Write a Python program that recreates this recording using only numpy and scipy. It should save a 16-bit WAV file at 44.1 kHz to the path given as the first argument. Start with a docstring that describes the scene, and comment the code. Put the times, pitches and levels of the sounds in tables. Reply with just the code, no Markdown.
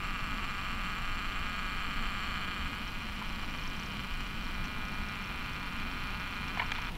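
"""A camcorder zooms out in the open air

Its own microphone hears the little zoom motor: six ticks a turn ring the plastic body, and the speed
wavers as the lens gears drag. From mid zoom on, the dry shaft chirps. Near the end a hand knocks the
case, plastic parts click and the motor stops. Under it all: a low rumble, light wind and hiss."""
import sys
import numpy as np
from scipy import signal
from scipy.fft import rfft, irfft
from scipy.io import wavfile
from scipy.ndimage import map_coordinates

SR = 44100
rng = np.random.default_rng(int(sys.argv[2]) if len(sys.argv) > 2 else 0)


def unload_audio(sound):
    """Save the sound as a 16-bit wav file, at the path given as the first command line argument."""
    columns = np.transpose(np.atleast_2d(sound))
    # keep every value between -1 and 1, then stretch to whole-number steps
    steps = np.round(np.clip(columns, -1, 1) * 32767)
    wavfile.write(sys.argv[1], SR, steps.astype(np.int16))


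N = 307641
TIME = np.arange(N) / SR
BINS = np.fft.rfftfreq(4096, 1 / SR)  # the frequencies at which a ringing body is worked out
STOP_S = 6.897  # the motor stops

# the six ticks of one shaft turn: level/dB, lateness/share of the gap between ticks
TURN_TICKS = [(1.1, .025), (-1.1, -.02), (1.3, 0), (-.7, .025), (.4, -.02), (-1.9, 0)]


def undb(db):
    """Turn decibels into a factor to multiply by."""
    return 10 ** (np.asarray(db) / 20)


def unit(x):
    """Scale a signal to an average strength (rms) of 1."""
    return x / np.sqrt(np.mean(x ** 2))


def curve(points):
    """Join (time, value) points with straight lines."""
    return np.interp(TIME, *np.transpose(points))


def noise(points):
    """Noise of strength 1 whose colour follows (f/Hz, level/dB) points."""
    hz, db = np.transpose(points)
    f = np.maximum(np.fft.rfftfreq(N, 1 / SR), 1)
    gain = undb(np.interp(np.log(f), np.log(hz), db)) * np.minimum(f / hz[0], 1) ** 2
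    return unit(irfft(rfft(rng.standard_normal(N)) * gain, N))


def sway(hz, width_hz):
    """A random wobble of strength 1 that swings about hz times a second."""
    band = signal.iirpeak(hz, hz / width_hz, fs=SR)
    wobble = signal.lfilter(*band, rng.standard_normal(N + SR))
    return unit(signal.lfilter(*band, wobble)[SR:])


def ring(hz, width_hz, db):
    """How a body rings after one tap, given its resonances (the pitches it favours)."""
    power = undb(db) ** 2 @ (1 + (2 * (BINS - hz[:, None]) / width_hz[:, None]) ** 2) ** -2
    # keeping half of the cepstrum puts all the ringing after the tap
    cepstrum = irfft(np.log(power + 1e-7))
    cepstrum[0] /= 2
    cepstrum[len(BINS):] = 0
    return irfft(np.exp(rfft(cepstrum)))


def bend(response):
    """Low bending waves travel slower, so each tick falls in pitch; part of it circles the case."""
    lag_s, lap_s, feedback = .003, .0013, .12
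    chirp = np.exp(-4j * np.pi * lag_s * np.sqrt(1000 * BINS))
    lap = np.exp(-2j * np.pi * lap_s * BINS)
    return irfft(rfft(response) * chirp * (lap - feedback) / (1 - feedback * lap))


def impulses(times, sizes):
    """Tiny taps at exact times, even between two samples."""
    at = times[:, None] * SR
    nearby = at.astype(int) + np.arange(-7, 9)
    out = np.zeros(N)
    np.add.at(out, np.clip(nearby, 0, N - 1), sizes[:, None] * np.sinc(nearby - at))
    return out


def fade(x, t60):
    """Give every tap a tail that dies away by 60 dB in t60 seconds."""
    return signal.lfilter([1], [1, -undb(-60 / (t60 * SR))], x)


def burst(start, peak_db, t60, response):
    """A blow and its short rattle make a body ring."""
    age = TIME[:len(BINS) * 2]
    contact = rng.standard_normal(len(age)) * undb(-60 * age / t60)
    contact[0] = 6  # the first touch stands out of the rattle
    sound = signal.fftconvolve(contact, response)
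    out, first = np.zeros(N + len(sound)), int(start * SR)
    out[first:first + len(sound)] = undb(peak_db) * sound / abs(sound).max()
    return out[:N]


def nearness(place):
    """1 while the lens is at this place of its travel, falling to 0 at the places next to it."""
    # lens travel: t/s, place (0 fully zoomed in, 1 zoomed in, 2 mid zoom, 3 wide view)
    travel = [(0, 0), (1.5, 0.5), (2.35, 1), (2.68, 1.5), (2.92, 2), (4.3, 2), (4.8, 3), (6.9, 3)]
    return np.clip(1 - abs(curve(travel) - place), 0, 1)


def motor_speed():
    """Ticks per second: the gears catch and brake the motor, which then overshoots a little."""
    tick_hz, catch_wait_s, catch_s, catch_loss = 189.9, .09, .018, .1396
    wait, loss = rng.uniform(.45, 1.55, (160, 2)).T
    starts = np.cumsum(wait * catch_wait_s)
    catches = impulses(starts, loss * catch_loss * (starts < STOP_S))
    offset = np.arange(-SR // 10, SR // 10) / SR / catch_s
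    dip = (1 - offset ** 2) * np.exp(-offset ** 2 / 2)
    drag = signal.fftconvolve(catches, dip, "same")
    flutter = .02415 * sway(hz=18, width_hz=16.25) + .01 * sway(hz=2.5, width_hz=3)
    free = np.exp(-((TIME - 4.85) / .34) ** 4)  # for a moment the gears run free
    labour = np.exp(np.minimum(TIME - STOP_S, 0) / .2)  # the motor struggles just before it stops
    unrest = (1 - .893 * free) * (1 - .249 * nearness(place=3))
    return tick_hz * (1 + .047 * free - .05 * labour + unrest * (flutter - drag))


def commutator():
    """The motor's turning switch ticks: gives the shaft angle in turns, tick times and tick sizes."""
    phase = np.cumsum(motor_speed()) / SR
    tick = np.arange(int(phase[-1]))
    slot_db, late = np.array(TURN_TICKS)[tick % len(TURN_TICKS)].T
    time_jitter, level_jitter = rng.standard_normal((N // 100, 2))[tick].T
    times = np.interp(tick + late + .004 * time_jitter, phase, TIME)
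    # the gear teeth press harder and softer, most of all at mid zoom
    slack_db = .94 + .41 * nearness(place=2)
    teeth_db = slack_db * sway(hz=20, width_hz=19) + .47 * sway(hz=9.1, width_hz=20)
    sizes = undb(slot_db + np.interp(times, TIME, teeth_db) + .6 * level_jitter)
    return phase / len(TURN_TICKS), times, sizes


def brush_rub(angle, ticks):
    """The brushes (sliding contacts) rub over the same scratches every turn, plus random grit."""
    scratches = rng.standard_normal(size=1400)
    track = map_coordinates(scratches, [angle % 1 * len(scratches)], mode="grid-wrap")
    grit = undb(.5) * rng.standard_normal(N)
    return unit(fade(ticks, t60=.021) * (track + grit))


def case_whir(force):
    """The shaken case rings, and its tone shifts as the lens travels."""
    # resonances of the case: f/Hz, width/Hz, then relative level/dB at each of the four lens places
    case_modes = [(755, 230, -12.5, -14, -18, -23), (980, 210, -9, -9, -9, -6.5),
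                  (1161, 85, 3, 1, -1, -4.5), (1258, 172, 2, 2.5, -3.5, -1.5), (1443, 128, -0.5, 0, -2, 0),
                  (1640, 122, -2.5, 0, -6, -5), (2063, 670, -6, -5.5, -8, -7.5),
                  (2415, 164, -0.5, 0.5, -0.5, 0), (2713, 90, 0.5, -8, -8, -4),
                  (2902, 130, -4.5, -4, -5, -11), (3083, 323, -9.5, -3.5, -6, -8.5),
                  (3444, 170, -24, -18, -19.5, -14), (4090, 390, -19, -16.5, -14.5, -15),
                  (4365, 310, -14.5, -11.5, -16.5, -16), (4690, 210, -29, -29, -19, -27),
                  (5500, 1200, -25.5, -29, -26.5, -29), (7460, 580, -23, -22, -26, -30.5)]
    # base loudness of the whir at each lens place: level/dB
    place_db = [-39, -38, -43, -42]
    hz, width, *colours = np.array(case_modes, float).T
    whir = 0
    for place, db in enumerate(colours):
        ringing = signal.fftconvolve(force, bend(ring(hz, width, db)))[:N]
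        whir = whir + nearness(place) * undb(place_db[place]) * unit(ringing)
    load_db = .93 * np.maximum(TIME - 4.93, 0)  # the load grows near the end of travel
    return whir * undb(load_db)


def motor():
    """Ticks and brush rub shake the case, and the shaft chirps, until the motor stops."""
    angle, times, sizes = commutator()
    ticks = impulses(times, sizes)
    rub = brush_rub(angle, ticks)
    # most of the push circles twice a turn, which lifts every overtone by a third of the tick rate
    circling, standing = np.exp(2j * np.pi * 2 * angle), undb(-21.5)
    push = np.real(signal.hilbert(ticks) * (circling + standing))
    # the blunt ticks drive the low resonances; the rub drives the high ones
    lows = signal.lfilter(*signal.butter(4, 4000, "low", fs=SR), unit(push) + undb(-25) * rub)
    highs = signal.lfilter(*signal.butter(4, 4000, "high", fs=SR), rub)
    running = np.clip((STOP_S - TIME) / .0043 + 1, 0, 1)
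    return running * (case_whir(lows + highs) + shaft_chirps(times[::len(TURN_TICKS)]))


def rumble():
    """A far outdoor rumble that slowly swells."""
    # colour of the rumble: f/Hz, relative level/dB
    spectrum = [(12, -5), (25, 2.5), (40, -8.5), (52, -9), (70, -7.5), (88, -15), (120, -14), (160, -13),
                (205, -10.5), (265, -15.5), (320, -23), (560, -31), (1000, -25), (3000, -56)]
    swell_db = curve([(0, -.5), (N / SR, .8)]) + .45 * sway(hz=1.56, width_hz=4.5)
    return noise(spectrum) * undb(-40 + swell_db)


def wind():
    """Soft gusts of air push on the microphone and slowly ease."""
    start_db, ease_db_per_s = -40, 1
    gusts_db = start_db - ease_db_per_s * TIME + 1.5 * sway(hz=.78, width_hz=1.4)
    return noise([(14, 2), (28, -1.5), (60, -17), (110, -28), (400, -69)]) * undb(gusts_db)


def hiss():
    """Microphone hiss that spits faintly each time the picture sensor is read."""
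    # colour of the hiss: f/Hz, relative level/dB
    spectrum = [(500, 10.5), (3000, 18), (6500, -3.5), (9000, -4), (13000, -3), (16000, -7)]
    readout_hz = 29.5
    readout = (TIME * readout_hz - .11) % 1 < .04
    return noise(spectrum) * undb(-49.5) * (1 + undb(2.5) * readout)


def plastic_clicks():
    """Small plastic parts click sharply, each ringing at three pitches."""
    # clicks: t/s, peak level/dB, centre f/Hz, fade time/s
    clicks = [(2.024, -40, 6500, .012), (6.7188, -18, 2850, .014), (6.719, -31, 5200, .008),
              (6.7212, -19.5, 2000, .012), (6.758, -32, 3200, .02), (6.764, -30, 2900, .012),
              (6.8235, -28, 2600, .015), (6.871, -32, 2900, .015)]
    ratios, widths, db = np.array([.42, .68, 1.12]), np.array([.2, .3, .4]), [-3, -2, 0]
    return sum(burst(start, peak_db, t60, ring(hz * ratios, hz * widths, db))
               for start, peak_db, hz, t60 in clicks)


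def shaft_chirps(turn_times):
    """Once it runs dry, the shaft chirps unevenly about once a turn, with a few louder squeaks."""
    # the louder squeaks: t/s, peak level/dB
    squeaks = [(2.877, -44), (3.292, -48), (3.612, -46), (3.639, -44), (3.675, -39), (3.766, -44),
               (3.797, -40), (3.833, -43), (3.861, -41), (4.655, -43), (5.087, -44), (5.241, -43),
               (6.663, -47), (6.818, -44)]
    dry_from_s, chirp_db = 2.83, -69
    time_jitter, level_jitter = rng.standard_normal((N // 100, 2))[:len(turn_times)].T
    sizes = (turn_times > dry_from_s) * undb(4 * np.clip(level_jitter, -2, 1.1))
    slips = impulses(turn_times + .003 * time_jitter, sizes)
    ping = ring(hz=np.array([5450, 5950]), width_hz=np.array([480, 600]), db=[0, -6])
    chirps = signal.fftconvolve(fade(slips, t60=.033) * rng.standard_normal(N), ping)[:N]
    swell = undb(.5 * sway(hz=2.7, width_hz=3.3))
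    loud = sum(burst(start, peak_db, t60=.018, response=ping) for start, peak_db in squeaks)
    return unit(chirps * swell) * undb(chirp_db) + loud


def finger_knocks():
    """Fingers knock the case, which rings dully."""
    # knocks: t/s, peak level/dB, f/Hz above which the knock is muffled, fade time/s
    knocks = [(3.215, -30, 650, .06), (6.5735, -25, 900, .02), (6.5962, -19, 2400, .035),
              (6.601, -20.5, 1900, .045), (6.617, -27, 1400, .05), (6.624, -28, 1400, .07),
              (6.783, -31, 700, .04)]
    # resonances that a knock rings: f/Hz, width/Hz, relative level/dB
    knock_modes = [(740, 220, -10), (982, 200, 0), (1170, 180, -7), (1370, 140, -1), (1510, 130, -10),
                   (1790, 200, -5), (2200, 260, 2.5), (2980, 430, -2.5), (3970, 710, -11)]
    hz, width, db = np.array(knock_modes, float).T
    out = 0
    for start, peak_db, corner_hz, t60 in knocks:
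        muffle_db = 10 * np.log10(1 + (hz / corner_hz) ** 4)
        out = out + burst(start, peak_db, t60, ring(hz, width, db - muffle_db))
    return out


def scene():
    """Motor, hand and open air at one hissing microphone."""
    return (motor() + finger_knocks() + plastic_clicks() + rumble() + wind() + hiss())[None]


def record(dry):
    """The camcorder steeply cuts off the highest treble."""
    top_hz = 15700
    return signal.sosfilt(signal.ellip(10, .2, 70, top_hz, fs=SR, output="sos"), dry)


dry = scene()
out = record(dry)
unload_audio(out)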